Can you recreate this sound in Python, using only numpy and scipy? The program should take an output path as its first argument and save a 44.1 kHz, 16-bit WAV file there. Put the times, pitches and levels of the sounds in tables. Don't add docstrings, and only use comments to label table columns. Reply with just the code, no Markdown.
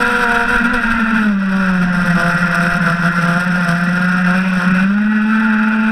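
import sys
import numpy as np
from scipy import signal
from scipy.fft import rfft, irfft
from scipy.io import wavfile
from scipy.ndimage import uniform_filter1d

SR = 44100
rng = np.random.default_rng(int(sys.argv[2]) if len(sys.argv) > 2 else 0)


def store_wav(level_fs):
    pcm = np.round(np.clip(np.atleast_2d(level_fs), -1, 1) * 32767)
    wavfile.write(sys.argv[1], SR, pcm.T.astype(np.int16))


N = 261027
TIME = np.arange(N) / SR

# (time [s], length [s], exhaust rise [dB], sag [firings/s], recovery [s])
BITES = [(-0.05, 0.3, 6, 0, .1), (0.242, .215, 9, 0, .1), (.5, 0.076, 6, 0, .1), (0.726, 0.037, 10, 0, .1),
         (1.505, 0.27, 4.5, 0, .1), (2.17, 0.14, 7.5, 5.5, .24), (2.52, .26, 4, 4.5, .26),
         (2.866, 0.055, 7.5, 6, 0.087), (3.02, .065, 4, 2, 0.087), (3.248, 0.14, 6, 1, 0.14),
         (3.68, 0.068, 7, 8, 0.29), (4.281, 0.086, 6, 6.5, .11), (4.604, 0.062, 3.5, 9.5, .1),
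         (5.42, .52, 4.5, 0, 0.099)]
# (time [s], length [s], jolt [dB], relative splash [dB], relative thud [dB])
SLAPS = [(0.324, 0.031, -0.5, -28.5, -39), (0.378, .015, -4, -27.5, -37), (0.415, 0.028, 0.5, -32, -41),
         (0.492, 0.026, 1.5, -28.5, -36), (0.541, .045, 2, -29.5, -30), (0.64, 0.021, 4.5, -33, -47),
         (0.735, 0.032, 1, -30, -19), (0.823, .02, 1, -34, -42), (0.902, 0.025, 3.5, -30, -41),
         (1.158, 0.05, 0, -34, -50), (1.816, 0.028, 4.5, -45, -50), (2.057, .025, 3.5, -36, -45),
         (2.546, 0.018, 3, -38, -45), (2.811, 0.034, -1, -42, -45), (4.554, 0.017, 1, -38, -50),
         (5.308, 0.03, 3.5, -39, -55)]
# (frequency [Hz], width [Hz], gain [dB])
FITTING_MODES = [(3244, 260, -1), (3836, 75, 1.5), (4720, 220, -8), (5256, 230, 1), (5780, 420, -8)]
# (frequency [Hz], gain [dB])
CONTACT_COLOUR = [(3000, -2), (4300, -1.5), (6000, 0.5), (6500, -26), (7400, -12.5), (8200, 3.5),
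                  (8900, -4.5), (9400, -2.5), (10500, -8.5), (11300, -12), (12000, -8), (12900, -9.5),
                  (13400, -15), (14500, -28)]


def hull_drone(turns, revs, shake_db):
    # (time [s], relative level [dB])
    drone_fader = [(0, -22.5), (.42, -25), (.64, -16), (.78, -21), (1.25, -11.5), (1.42, -16.5),
                   (1.85, -14.5), (2.1, -16), (2.4, -15), (2.8, -17), (3.3, -15.5), (4.5, -14.8),
                   (4.9, -13.5), (5.92, -14.3)]
    # (time [s], length [s], drop [dB])
    stumbles = [(.487, 0.015, 6), (.575, .03, 9), (.77, .07, 3), (.93, 0.028, 8), (2.178, 0.07, 9),
                (2.3, 0.04, 8), (2.375, 0.03, 12), (2.52, 0.048, 8), (2.695, .05, 10), (2.96, 0.033, 11),
                (3.115, .045, 7), (3.415, 0.047, 8), (3.625, .055, 5), (3.755, 0.061, 5), (3.98, .02, 7),
                (4.595, 0.045, 7)]
    fastest_bounce_hz = 214.7
    free_share = np.minimum(follow_shake(shake_db, usual_db=-7, slope=1.4), 1)
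    angle = 2 * np.pi * np.cumsum(np.minimum(revs, fastest_bounce_hz)) / SR
    bounce = drift(16.6) * np.sin(angle) + drift(16.6) * np.cos(angle)
    bounce = band(bounce, low_hz=152, high_hz=334)
    sway = evened(blend(np.sin(2 * np.pi * turns), bounce, free_share), size=2000)
    sub_octave = from_db(-26) * free_share * drift(12) * np.sin(np.pi * turns)
    level_db = in_time(drone_fader) - spells(stumbles, edge_s=.016) + 2.65 * free_share * drift(16.6)
    octave = from_db(-34 + 3.8 * drift(8)) * np.sqrt(2) * np.cos(4 * np.pi * turns)
    return from_db(level_db + .34) * (sway + sub_octave + octave)


def exhaust(turns, revs, shake_db, bite_db):
    # (multiple of the firing rate, relative level [dB])
    harmonics = [(2, -2.5), (3, -5), (4, -2), (5, -8.5), (6, -2.5), (7, 2.5)]
    # (frequency [Hz], gain [dB])
    pipe_colour = [(340, -3.5), (430, -6.5), (490, 4.5), (570, 6.5), (650, -4), (695, 8.5), (790, -14.5),
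                   (870, 4.5), (950, 3), (1060, -3), (1200, -1.5), (1400, -10)]
    flutter = np.clip(1 - bite_db / 8, .25, 1)
    blare = 0
    for multiple, db in harmonics:
        wobble = .32 * flutter * drift(12)
        flicker_db = 5.4 * flutter * drift(20)
        offset = (multiple - 2) * rng.random()
        phase = 2 * np.pi * (multiple * turns + offset) + wobble
        blare += at_hz(pipe_colour, multiple * revs) * from_db(db + flicker_db) * np.sin(phase)
    return follow_shake(shake_db, usual_db=-30, slope=.88) * from_db(bite_db) * evened(blare)


def engine_speed():
    # (time [s], rate [firings/s])
    free_revs = [(0, 242.5), (.22, 242.5), (.27, 236.2), (.46, 235.5), (.52, 244), (.64, 233.6),
                 (.72, 251.5), (.8, 234.8), (.87, 228.5), (.94, 230.5), (1.04, 224.3), (1.18, 222.8),
                 (1.36, 196.5), (1.47, 191.3), (1.59, 192.2), (1.77, 181.8), (2.02, 176), (2.8, 175),
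                 (3.0, 172), (3.33, 172.3), (3.45, 179), (4.0, 178.7), (4.42, 187.3), (4.8, 185.8),
                 (4.97, 207), (5.13, 214.8), (5.21, 212), (5.33, 219), (5.46, 220.1), (5.59, 214.3),
                 (5.65, 217.6), (5.92, 220.2)]
    fall_s, lag_s = .11, .015
    sag = 0
    for start, _, _, depth, recovery_s in BITES:
        age = TIME - start - lag_s
        sag += depth * np.clip(1 + np.minimum(age / fall_s, -age / recovery_s), 0, 1)
    return (in_time(free_revs) - sag) * (1 + .0012 * drift(25))


def panel_rattle(turns, jolt_db, bite_db):
    firing = knocks(turns, lag=0, scatter=.003, spread_db=1.5)
    chatter = knocks(turns, lag=.2926, scatter=.1558, spread_db=4.5)
    chatter -= knocks(turns, lag=.7, scatter=.2077, spread_db=2)
    looseness = .83 + .16 * bite_db - .035 * TIME
    deck = deck_ring(firing, chatter, looseness, jolt_db, bite_db)
    return deck + hatch_buzz(firing, chatter, looseness, jolt_db)


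def deck_ring(firing, chatter, looseness, jolt_db, bite_db):
    # (frequency [Hz], width [Hz], gain [dB])
    modes = [(1327, 144, -6), (1421, 75, 3.5), (1516, 82, -1), (1608, 53, -2), (1760, 81, -7),
             (1926, 41, -5), (2068, 26, -14)]
    # (time [s], level [dB])
    deck_fader = [(0, -17), (.6, -16), (1.22, -17), (1.34, -29.5), (1.55, -22.5), (1.9, -20.5), (2.05, -18),
                  (2.9, -16.5), (3.5, -20), (4.35, -18), (4.47, -24.5), (4.68, -18.5), (4.83, -20),
                  (4.9, -27), (5.15, -21.5), (5.26, -26), (5.35, -19), (5.92, -21)]
    in_step = sum((-1) ** k * from_db(3.63 * drift(27)) * resonate(firing, [mode])
                  for k, mode in enumerate(modes))
    rattling = resonate(chatter, modes[:4]) + from_db(-3.5) * resonate(chatter, modes[4:])
    in_step, rattling = (band(x, low_hz=1040, high_hz=2254) for x in (in_step, rattling))
    level_db = in_time(deck_fader) + .5 * jolt_db + .15 * bite_db + drift(19)
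    return from_db(level_db) * blend(in_step, rattling, looseness)


def hatch_buzz(firing, chatter, looseness, jolt_db):
    # (frequency [Hz], width [Hz], gain [dB])
    modes = [(2440, 83, -5.5), (2598, 36, -1.5), (2683, 108, -8.5)]
    # (time [s], relative level [dB])
    hatch_fader = [(0, -30), (1.2, -31), (1.33, -43), (1.65, -34.5), (1.9, -37.5), (2.7, -32), (2.95, -36),
                   (4.1, -36), (4.47, -29), (4.61, -38.5), (4.7, -29.5), (4.83, -28.5), (4.89, -41),
                   (5.15, -36), (5.92, -30.5)]
    in_step, rattling = (band(resonate(x, modes), low_hz=2010, high_hz=3040) for x in (firing, chatter))
    level_db = in_time(hatch_fader) + .68 * jolt_db + 1
    return from_db(level_db) * blend(in_step, rattling, 1.02 * looseness)


def fittings(turns, revs, shake_db):
    fits = from_db(1.7 * np.minimum(drift(38), 1))
    ticks = scuffed(knocks(turns, lag=.084, scatter=.023, spread_db=4.5) * fits, decay_s=.0027)
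    rebounds = knocks(turns, lag=.25, scatter=.035, spread_db=0) * fits
    scuffs = scuffed(rebounds, decay_s=.0028) + 1.7 * rebounds
    labouring = np.clip((205 - revs) / 30, 0, 1)
    sizzle = from_db(-8.5 + 11 * labouring) * resonate(scuffs, FITTING_MODES[3:])
    ring = evened(band(resonate(scuffs, FITTING_MODES[:3]) + sizzle, low_hz=2500, high_hz=6630))
    ring_gain = follow_shake(shake_db, usual_db=-40.5, slope=1.03)
    tick_gain = follow_shake(shake_db, usual_db=-43, slope=1.62) * from_db(-2.2 * (1 - labouring))
    return ring_gain * ring + tick_gain * evened(coloured(ticks, CONTACT_COLOUR))


def hull_jolts():
    # (time [s], length [s], drop [dB])
    lifts = [(.245, 0.061, 3.5), (.44, 0.038, 4.5), (.59, 0.053, 3), (.675, 0.065, 5.5), (.855, 0.046, 2.5),
             (.935, .21, 3), (1.865, 0.062, 4), (2.12, 0.033, 4), (2.485, 0.023, 2), (2.785, 0.03, 6),
             (2.94, 0.064, 3.5), (3.095, 0.028, 4.5), (3.9, .025, 3), (4.22, 0.025, 4), (4.715, 0.025, 6)]
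    return spells(SLAPS, edge_s=.0055) - spells(lifts, edge_s=.0055) + 1.17 * drift(22)


def water_slaps():
    splash_decay_s, thud_decay_s, thud_hz = .0053, .013, 100
    splash, thud = np.zeros((2, N))
    for start, _, _, splash_db, thud_db in SLAPS:
        age = np.maximum(TIME - start, 0)
        splash += from_db(splash_db) * np.exp(-age / splash_decay_s) * (age > 0)
        thud += from_db(thud_db) * np.exp(-age / thud_decay_s) * np.sin(2 * np.pi * thud_hz * age)
    spatter = rng.standard_normal(N) * from_db(3 * drift(500))
    bright = from_db(-6) * coloured(spatter, CONTACT_COLOUR)
    ring = from_db(-10) * rms_one(resonate(spatter, FITTING_MODES))
    return splash * (bright + ring) + from_db(-3) * thud


def spray(shake_db):
    # (frequency [Hz], gain [dB])
    spray_colour = [(100, -1), (270, -6), (390, -4.5), (550, 3), (780, -1), (890, 4.5), (945, 6.5),
                    (1010, 6), (1700, -3.5), (2150, -3), (3500, -6.5), (4300, -18.5), (5800, -20),
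                    (6700, -27.5), (14000, -48)]
    drops = rng.standard_normal(N) * from_db(2.8 * drift(150))
    return follow_shake(shake_db, usual_db=-32, slope=.97) * coloured(drops, spray_colour)


def chop():
    # (frequency [Hz], gain [dB])
    thump_colour = [(10, 4.5), (20, 5), (30, -2), (48, -11), (70, -13.5), (95, -12), (130, -15),
                    (300, -47.5), (900, -69.5)]
    # (time [s], relative level [dB])
    chop_fader = [(0, -31.5), (1.0, -34.5), (1.4, -40), (1.7, -33), (2.7, -34), (3.5, -43), (4.7, -39),
                  (5.1, -47), (5.92, -44)]
    # (time [s], length [s], rise [dB])
    waves = [(.51, 0.079, 11), (.865, 0.11, 9), (4.69, .06, 7)]
    heave_decay_s = .024
    heave = sum(from_db(thud_db + 4.5) * np.exp(-np.abs(TIME - start) / heave_decay_s) * (TIME > start)
                for start, *_, thud_db in SLAPS)
    swell = from_db(in_time(chop_fader) + spells(waves, edge_s=.03) + 2.2 * drift(11) + 2.6)
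    return (swell + heave) * evened(coloured(rng.standard_normal(N), thump_colour), size=6000)


def knocks(turns, lag, scatter, spread_db):
    timing, force = rng.standard_normal((1400, 2)).T
    at = np.interp(np.arange(len(timing)) + lag + scatter * timing, turns, np.arange(N))
    size = from_db(spread_db * np.minimum(force, 1)) * (at > 0) * (at < N - 2)
    whole, part = at.astype(int), at % 1
    clicks = np.bincount(whole, size * (1 - part), N + 1) + np.bincount(whole + 1, size * part, N + 1)
    return clicks[:N]


def scuffed(clicks, decay_s):
    envelope = signal.lfilter([1], [1, -np.exp(-1 / (decay_s * SR))], clicks + 1e-18)
    return envelope * rng.standard_normal(N)


def follow_shake(shake_db, usual_db, slope):
    return from_db(usual_db + slope * shake_db)


def spells(rows, edge_s):
    return sum(db * np.clip(np.minimum(TIME - start, start + length - TIME) / edge_s + .5, 0, 1)
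               for start, length, db, *_ in rows)


def from_db(db):
    return 10 ** (np.asarray(db) / 20)


def rms_one(x):
    return x / np.sqrt(np.mean(x ** 2) + 1e-20)


def in_time(rows):
    return np.interp(TIME, *np.transpose(rows))


def at_hz(colour, hz):
    knots, db = np.transpose(colour)
    return from_db(np.interp(np.log(hz + 1e-3), np.log(knots), db))


def evened(x, size=2600):
    return x / np.sqrt(uniform_filter1d(uniform_filter1d(x ** 2, size), size) + 1e-14)


def drift(rate_hz):
    hz = np.arange(N // 2 + 1) * SR / N
    return rms_one(irfft(rfft(rng.standard_normal(N)) / (1 + (hz / rate_hz) ** 2), N))


def coloured(x, colour, size=8192):
    hz = np.arange(size + 1) * SR / (2 * size)
    cepstrum = irfft(np.log(at_hz(colour, hz)))
    response = irfft(np.exp(rfft(2 * cepstrum[:size], 2 * size)))[:size]
    return rms_one(signal.fftconvolve(x, response)[:N])


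def resonate(x, modes):
    out = 0
    for k, (hz, width, db) in enumerate(modes):
        radius = np.exp(-np.pi * width / SR)
        poles = [1, -2 * radius * np.cos(2 * np.pi * hz / SR), radius ** 2]
        ring = signal.lfilter([1, 0, -1], poles, x + 1e-18) * (1 - radius ** 2) / 2
        out += (-1) ** k * from_db(db) * ring
    return out


def band(x, low_hz, high_hz):
    gentle = signal.butter(2, [low_hz, high_hz], "band", fs=SR, output="sos")
    return signal.sosfilt(gentle, signal.sosfilt(gentle, x))


def blend(steady, loose, share):
    share = np.clip(share, 0, 1)
    return evened(np.sqrt(1 - share ** 2) * evened(steady) + share * evened(loose))


def scene():
    # (time [s], level [dB])
    vibration = [(0, -34.5), (.5, -35.5), (1.24, -37), (1.35, -45.5), (1.55, -40.5), (1.91, -38.5),
                 (2.0, -36), (3.36, -36.5), (3.46, -38), (3.74, -36.5), (3.96, -38.5), (4.83, -38),
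                 (4.88, -44.5), (5.22, -43.5), (5.4, -40.3), (5.6, -43), (5.92, -41.5)]
    usual_vibration_db = -38
    revs = engine_speed()
    turns = np.cumsum(revs) / SR
    bite_db = spells(BITES, edge_s=.02)
    jolt_db = hull_jolts()
    steady_db = in_time(vibration) - usual_vibration_db
    shake_db = steady_db + .26 * bite_db
    engine = hull_drone(turns, revs, steady_db) + exhaust(turns, revs, steady_db + .6 * jolt_db, bite_db)
    rattle = panel_rattle(turns, jolt_db, bite_db) + fittings(turns, revs, shake_db + jolt_db)
    water = spray(shake_db + .52 * jolt_db) + chop() + water_slaps()
    return (engine + rattle + water)[None]


def record(dry):
    ceiling, fade_s, cutoff_hz = .9, .003, 14400
    rounded = dry / (1 + (dry / ceiling) ** 8) ** (1 / 8)
    fade = np.minimum(np.minimum(TIME, TIME[::-1]) / fade_s, 1)
    low_pass = signal.ellip(10, .2, 90, cutoff_hz, fs=SR, output="sos")
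    return signal.sosfilt(low_pass, rounded * fade)


dry = scene()
out = record(dry)
store_wav(out)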